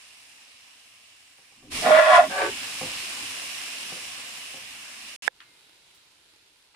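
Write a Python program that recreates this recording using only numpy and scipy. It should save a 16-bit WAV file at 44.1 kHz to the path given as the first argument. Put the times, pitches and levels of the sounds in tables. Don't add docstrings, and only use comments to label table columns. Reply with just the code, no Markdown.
import sys
import numpy as np
from scipy import signal
from scipy.fft import rfft, irfft, next_fast_len
from scipy.io import wavfile
from scipy.ndimage import uniform_filter1d

SR = 44100
rng = np.random.default_rng(int(sys.argv[2]) if len(sys.argv) > 2 else 0)


def to_wav(s):
    ch = np.atleast_2d(s).T
    pcm = np.round(np.clip(ch, -1, 1) * 32767)
    wavfile.write(sys.argv[1], SR, pcm.astype(np.int16))


def amplitude_ratio(level_db):
    exponent = np.asarray(level_db, float) / 20
    return 10 ** exponent


N = 297675
T = np.arange(N) / SR
SLOW = T[::64]
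HZ = np.maximum(np.fft.rfftfreq(next_fast_len(N), 1 / SR), 1)
SIDES = np.array([[1], [-1]])
CUT_S, BACK_S, CLICK_S = 5.1628, 5.2224, 5.2786
AIR_HZ, TOP_HZ = 11000, 15200

# time in seconds, pressure in dB, locked pitch in Hz.
STROKE_1 = [
    (1.8, -60, 700),
    (1.83, -36, 700),
    (1.86, -24, 640),
    (1.91, -21.5, 618),
    (2.05, -22.5, 630),
    (2.165, -17.5, 683),
    (2.2, -23.5, 685),
    (2.266, -41, 640),
    (2.29, -50, 620),
]
DRAG_1 = dict(hollow_gain_db=4.96, loose_per_s=83, loose_reach=.395, lock_s=1.91)
DRAG_2 = dict(hollow_gain_db=-.5, loose_per_s=200, loose_reach=.4, lock_s=4)


def curves(table):
    s, *columns = np.transpose(table)
    return [np.interp(T, s, c) for c in columns]


def over(table, hz):
    table_hz, values = np.transpose(table)
    return np.interp(np.log(hz), np.log(table_hz), values)


def unit(x):
    return x / np.sqrt(np.mean(x ** 2))


def together(*db):
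    return 10 * np.log10(sum(np.exp(d * np.log(10) / 10) for d in db))


def walk(rate):
    k = int(SR / rate)
    held = np.repeat(rng.standard_normal(N // k + 1), k)
    return uniform_filter1d(uniform_filter1d(held, k), k)[:N]


def band_pass(x, order, lo_hz, hi_hz):
    return signal.sosfilt(signal.butter(order, [lo_hz, hi_hz], "band", fs=SR, output="sos"), x)


def resonate(x, hz, width):
    return signal.lfilter(*signal.iirpeak(hz, hz / width, fs=SR), x)


def ring(at_s, modes, push_s):
    a = int(at_s * SR)
    t = np.maximum(T[a:int((at_s + .6) * SR)] - at_s, 0)
    tone = sum(amplitude_ratio(db - 60 * t / t60) * np.sin(2 * np.pi * hz * t) for hz, db, t60 in modes)
    out = np.zeros(N)
    out[a:a + len(t)] = tone * np.minimum(t / push_s, 1)
    return out


def puff(at_s, db, lo_hz, hi_hz, t60, like):
    a = int(at_s * SR)
    t = T[:min(int(t60 * SR), N - a)]
    noise = rng.standard_normal((2, SR // 2))[:, :len(t)]
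    mid, side = band_pass(noise, 3, lo_hz, hi_hz)
    burst = unit(mid + np.sqrt((1 - like) / (1 + like)) * SIDES * side)
    out = np.zeros((2, N))
    out[:, a:a + len(t)] = burst * amplitude_ratio(db - 60 * t / t60) * np.minimum(t / (0.025 * t60), 1)
    return out


def spits(rate, spread_db, share):
    # frequency in Hz, left minus right in dB.
    left_lead = [(60, -2), (110, 0), (200, -1.5), (380, 1.5), (700, -0.5), (1290, 1.5), (2380, -3.5),
                 (4400, -4.5), (8120, 5), (15000, -6.5)]
    # frequency in Hz, share common to both microphones.
    likeness = [(60, 1), (130, 0.77), (290, 1), (640, 0.71), (1410, 0.074), (3100, 0.05), (6820, -0.46),
                (15000, -0.01)]
    n = next_fast_len(N)
    draw = rng.random((2, n))
    burst = (draw[0] < rate / SR) * amplitude_ratio(-spread_db * np.log(1 - draw[1]))
    burst = signal.lfilter([1], [1, -np.exp(-1 / (0.0006 * SR))], burst)
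    mid, side = rfft(rng.standard_normal((2, n)) * (1 + share * unit(burst)))
    like = np.clip(over(likeness, HZ), 0, .98)
    pair = np.sqrt(1 + like) * mid + SIDES * np.sqrt(1 - like) * side
    return pair * amplitude_ratio(SIDES * over(left_lead, HZ) / 2)


def bands(spectrum, lo_hz, hi_hz, db, flicker_db):
    edges = np.geomspace(lo_hz, hi_hz, 1 + int(np.ceil(2 * np.log2(hi_hz / lo_hz))))
    out = 0
    for a, b in zip(edges, edges[1:]):
        band = irfft(spectrum * ((HZ >= a) & (HZ < b)), next_fast_len(N))[:, :N]
        out = out + band * amplitude_ratio(flicker_db * walk(12))
    return out / np.sqrt(np.mean(out.mean(axis=0) ** 2)) * amplitude_ratio(db)


def colour(table):
    # centre in Hz, width in Hz, boost in dB.
    port = [(2580, 500, 2), (5000, 750, 1), (7470, 290, 2.5), (9416, 550, 6), (15000, 550, 3)]
    boost_db = sum(db / (1 + ((HZ - hz) / width) ** 2) for hz, width, db in port)
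    return amplitude_ratio(over(table, HZ) + boost_db)


def gurgle(peaks_s, levels_db, fade_db_per_s):
    swell_db_per_s = 150
    each = []
    for s, db in zip(peaks_s, levels_db):
        loss_db = np.where(SLOW < s, swell_db_per_s * (s - SLOW), fade_db_per_s * (SLOW - s))
        each.append(db - loss_db)
    return np.interp(T, SLOW, together(*each))


def stones():
    # time in seconds, treble level in dB.
    steam_level = [(0.0, -57.5), (1.65, -63), (1.7, -64), (1.718, -43), (1.76, -37), (1.82, -36.5),
                   (1.98, -40.5), (2.27, -44.5), (2.35, -42), (2.82, -40.5), (3.79, -43), (4.55, -47),
                   (4.6, -48.5), (5.15, -49)]
    # frequency in Hz, level per Hz in dB.
    steam_colour = [(250, -47), (420, -18), (776, -11), (862, -13.5), (1030, -8.5), (1460, -10.5),
                    (1570, -7.5), (2860, 1.5), (3180, -3.5), (5130, -7), (6240, -12), (9350, -14.5),
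                    (15100, -27)]
    # frequency in Hz, level per Hz in dB.
    splash_colour = [(250, -33), (420, 1), (476, -7.5), (850, -4.5), (972, -3), (1470, -6.5), (2320, 2),
                     (5000, -4), (6500, -36), (11000, -120)]
    # time in seconds, share of splash colour (0-1).
    fresh_share = [
        (1.69, 0.07),
        (1.71, 0.96),
        (1.9, 0.9),
        (2.25, .8),
        (2.45, 0),
    ]
    # peak time in seconds, rumble in dB, simmer above rumble in dB.
    gurgles = [(1.75, -46, 2), (1.88, -61.5, 28), (1.96, -56, 3), (2.17, -52, -6), (2.29, -64.5, 22),
               (2.47, -53, -3), (2.54, -63.5, 15.5), (2.86, -52.5, 4), (3.23, -60, 8), (3.93, -71, 18),
               (4.09, -64, -5), (4.63, -65.5, -2), (5.05, -71, 1)]
    simmer_hz, low_hz, body_hz, treble_hz = 140, 420, 1800, 5000
    hum_db, edge_rasp_db = -81.5, -22.5

    steam_db, = curves(steam_level)
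    second_modes_db = handling(STROKE_1, **DRAG_1)[1]
    treble_db = together(steam_db, second_modes_db + edge_rasp_db)
    peaks_s, deep_db, high_db = np.transpose(gurgles)
    rumble_db = together(hum_db, steam_db - 28.5, gurgle(peaks_s, deep_db, 62.5))
    simmer_db = together(steam_db - 16.5, gurgle(peaks_s, deep_db + high_db, 170))
    fresh = np.clip(curves(fresh_share)[0], 0, 1)

    noise = spits(900, 3.0, 0.14)
    hiss = noise * colour(steam_colour)
    splash = noise * amplitude_ratio(over(splash_colour, HZ))
    steam = bands(hiss, treble_hz, AIR_HZ, treble_db, .8)
    steam = steam + bands(hiss, AIR_HZ, TOP_HZ, steam_db - 13.5, .8)
    for source, share in ((hiss, 1 - fresh), (splash, fresh)):
        steam = steam + share * bands(source, body_hz, treble_hz, treble_db + 3, 1.0)
        steam = steam + share * bands(source, low_hz, body_hz, steam_db - 6, 1.5)

    pocket = 1 + 3.4 / np.hypot(1, (HZ - 264) / 30)
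    casing = .45 + .9 / (1 + ((HZ - 100) / 45) ** 2)
    simmer = bands(noise * pocket, simmer_hz, low_hz, simmer_db, 2.5)
    rumble = bands(noise * casing, 17, simmer_hz, rumble_db, 2.1)
    return steam + rumble + simmer


def knocks():
    # time in seconds, peak in dB, brightness (0-1).
    knock_list = [(1.384, -52.5, 0.5), (1.52, -51.5, 0.5), (1.625, -45, 0.26), (1.648, -48, 0.2),
                  (2.81, -22, 0.35), (2.829, -28, 0.36), (3.918, -32, 0.45), (3.97, -44, 0.3),
                  (4.369, -45.5, 0), (4.539, -39, 0.3), (4.574, -42, 0.3)]
    # frequency in Hz, level in dB, t60 in seconds.
    board = [(153.6, -3, 0.17), (265, 2.5, 0.07), (400, 3, 0.097), (516.7, 8.5, 0.17), (775, 12.5, 0.075),
             (1144, 14, 0.039)]
    out = 0
    for s, db, bright in knock_list:
        modes = []
        for hz, g, t60 in board:
            m = rng.standard_normal()
            dull_db = (1 - bright) * 6 * np.log2(hz / 300)
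            modes.append((hz * (1 + 0.034 * m), db - 16.0 + g + 2 * m - dull_db, t60))
        scatter = puff(s, db - 15.0, 143, 500 + 1200 * bright, 0.33, 0.64)
        out = out + ring(s, modes, 0.0023) + scatter
    return out


def handling(table, hollow_gain_db, loose_per_s, loose_reach, lock_s):
    # time in seconds, gain in dB.
    grips = [
        (1.922, 6),
        (1.948, 4),
        (1.995, 4),
        (2.05, -3),
        (2.12, 1),
        (2.164, -6.5),
        (2.197, 10),
        (2.24, 7),
        (2.49, 9.5),
    ]
    grip_s, wake_s = .014, .11
    wake_hz, wake_width_hz = 640, 16.1
    pressure_db, lock_hz = curves(table)
    grip_db = sum(db * np.exp(-((SLOW - s) / grip_s) ** 2) for s, db in grips)
    grip_db = np.interp(T, SLOW, grip_db)
    awake = (T > min(lock_s, table[0][0] + wake_s)) / (1 + np.exp((wake_hz - lock_hz) / wake_width_hz))
    hollow_db = pressure_db + hollow_gain_db + grip_db
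    second_db = pressure_db - 7 + 10.5 * awake - .3 * grip_db
    upper_db = pressure_db - 1.2
    loose = T < lock_s
    return hollow_db, second_db, upper_db, lock_hz, np.where(loose, loose_reach, .1), np.where(loose, loose_per_s, 290)


def stroke(table, drag, wood):
    a, b = int(table[0][0] * SR), int(table[-1][0] * SR)
    *levels_db, lock_hz, reach, rate = (c[a:b] for c in handling(table, **drag))
    uneven_rate = rate * amplitude_ratio(3.0 * walk(40)[a:b])
    slip = np.diff(np.floor(np.cumsum(uneven_rate / SR)), prepend=0)
    slip = slip * amplitude_ratio(3.9 * rng.standard_normal(b - a))
    rasp = signal.lfilter([1], [1, -np.exp(-1 / (0.001835 * SR))], slip)
    mid, side = rng.standard_normal((2, b - a)) * (0.621 + unit(rasp))
    out = np.zeros((2, N))
    for k, (db, modes, like, steady) in enumerate(zip(levels_db, wood, (.85, .3, .02), (.8, .5, .3))):
        drive = np.sqrt(1 + like) * mid + SIDES * np.sqrt(1 - like) * side
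        rung, power = 0, 0
        for hz, width, g, pan_db in modes:
            mode = unit(resonate(resonate(drive, hz, 3 * width), hz, width))
            swing = uniform_filter1d(mode ** 2, int(4 * SR / hz))
            mode = unit(mode / (swing + .02) ** (steady / 2))
            mode = unit(resonate(mode, hz, 4 * width))
            near = amplitude_ratio(g)
            if k == 0:
                distance = np.log(hz / lock_hz) / np.maximum(reach, .03)
                near = near * (np.exp(-distance ** 2) + 0.023)
            rung = rung + mode * near * amplitude_ratio(SIDES * pan_db / 2)
            power = power + near ** 2
        out[:, a:b] += rung / np.sqrt(power) * amplitude_ratio(db)
    rattle = band_pass(mid + .8 * SIDES * side, 2, 750, 2000)
    out[:, a:b] += unit(rattle) * amplitude_ratio(levels_db[2] + 0.5)
    return out * np.interp(T, [a / SR, a / SR + 0.0072, b / SR - .015, b / SR], [0, 1, 1, 0])


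def click():
    # frequency in Hz, level in dB, t60 in seconds.
    body_modes = [(518, -28.5, 0.034), (844, -14, 0.015), (1039, -16, 0.013), (1697, 1.5, 0.01),
                  (1957, -12, 0.0099), (3476, -13, 0.0084), (4710, -42, 0.0056), (12970, -12, .0012)]
    drive_db, ceiling = 2, 1.1
    tap = ceiling * np.tanh(ring(CLICK_S, body_modes, .00005) * amplitude_ratio(drive_db) / ceiling)
    tap = signal.sosfilt(signal.butter(4, 430, "high", fs=SR, output="sos"), tap)
    leak = ring(CLICK_S + .005, [(1748, -49.5, 0.039)], .001) * np.array([[1], [.3]])
    return tap * amplitude_ratio(np.array([[-32], [-1.5]])) + leak


def far_hiss():
    # frequency in Hz, level per Hz in dB.
    bench_colour = [(15, -31), (25, -10.5), (163, -10.5), (232, -15), (287, -7.5), (418, -8), (677, -12),
                    (986, -6), (1100, -12), (1430, -7), (1780, -8.5), (3770, -4), (5950, -11.5),
                    (11000, -17), (15200, -29)]
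    duck_db, recover_s, fade_db_per_s = 11, .09, 4
    hiss = spits(300, 3.1, 0.18) * colour(bench_colour)
    since = np.maximum(T - CLICK_S, 0)
    db = -58 - fade_db_per_s * since - duck_db * np.exp(-since / recover_s)
    return bands(hiss, 22, AIR_HZ, db, 0.97) + bands(hiss, AIR_HZ, TOP_HZ, db - 17.5, .8)


def ticks():
    # time in seconds, peak in dB, low edge in Hz, high edge in Hz, t60 in seconds.
    tick_list = [
        (5.4033, -40, 1100, 3560, .03),
        (5.408, -49, 1100, 3200, 0.24),
        (5.945, -59, 3500, 14030, 0.17),
        (6.742, -54, 400, 3000, 0.13),
    ]
    return sum(puff(*row, 0.19) for row in tick_list)


def whistle(start_s, end_s, start_hz, end_hz, db):
    hz = np.interp(T, [start_s, end_s], [start_hz, end_hz]) * (1 + .012 * walk(15))
    swell = np.interp(T, [start_s, start_s + .02, end_s - .06, end_s], [0, 1, .7, 0])
    return swell * amplitude_ratio(db + 5.0 * walk(17)) * np.sin(2 * np.pi * np.cumsum(hz) / SR)


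def bench():
    # start in seconds, end in seconds, start pitch in Hz, end pitch in Hz, level in dB.
    whistles = [
        (5.41, 5.62, 2083, 2080, -64.5),
        (5.45, 6.124, 3853, 3835, -73.5),
        (6.1, 6.399, 9270, 10950, -75),
    ]
    quiet = far_hiss() + ticks() + sum(whistle(*row) for row in whistles)
    return quiet * (T > CLICK_S) + click()


def scene():
    # time in seconds, pressure in dB, locked pitch in Hz.
    stroke_2 = [
        (2.29, -42, 700),
        (2.312, -37.5, 700),
        (2.384, -28.5, 680),
        (2.425, -26, 560),
        (2.468, -31, 420),
        (2.49, -39, 400),
        (2.54, -54, 400),
    ]
    # mode in Hz, width in Hz, level in dB, left minus right in dB.
    wood_1 = [
        [(351, 123, -6.5, -2.5), (470, 60, -4.5, 0.5), (626, 20, -1.5, -7.5), (715.3, 55.2, 0, -2),
         (792.6, 36, -2.5, -6.5)],
        [(1041, 49, -3.5, 0.5), (1118, 39, -3.5, 2.5)],
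        [(1230, 56, -5, -1.5), (1398, 56, -1.5, 4.5), (1693, 69.5, -3, 6), (1906, 44, -2, 6),
         (1961, 45, -3, -2.5), (2210, 72, -10.5, 2), (2559, 29.82, -12.5, 5), (2710, 41, -14.5, 0.5),
         (3266, 67, -12.5, -4.5), (3392, 63, -14, -9.5), (3667, 84, -17, 0)],
    ]
    wood_2 = [
        [(350, 41, 0, -1.4), (416.5, 33, 0.047, -1.4), (569.6, 32, -0.56, -0.68), (751, 30, 0, -2)],
        [(920, 77, 1.7, 0), (1156, 42, 2.5, 0)],
        [(1542, 91, 0, 2), (1645, 93, -2, 1), (2300, 69, -8.5, 2.5), (3500, 237, -22, -3)],
    ]
    strokes = stroke(STROKE_1, DRAG_1, wood_1) + stroke(stroke_2, DRAG_2, wood_2)
    stove = stones() + knocks() + strokes
    on = (T < CUT_S) + amplitude_ratio(3.0) * ((T > BACK_S) & (T < CLICK_S))
    return 1.177 * np.tanh(stove / 1.228) * on + bench()


def low_pass(x):
    return signal.sosfilt(signal.butter(12, 16490, fs=SR, output="sos"), x)


def record(dry):
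    return low_pass(dry)


dry = scene()
out = record(dry)
to_wav(out)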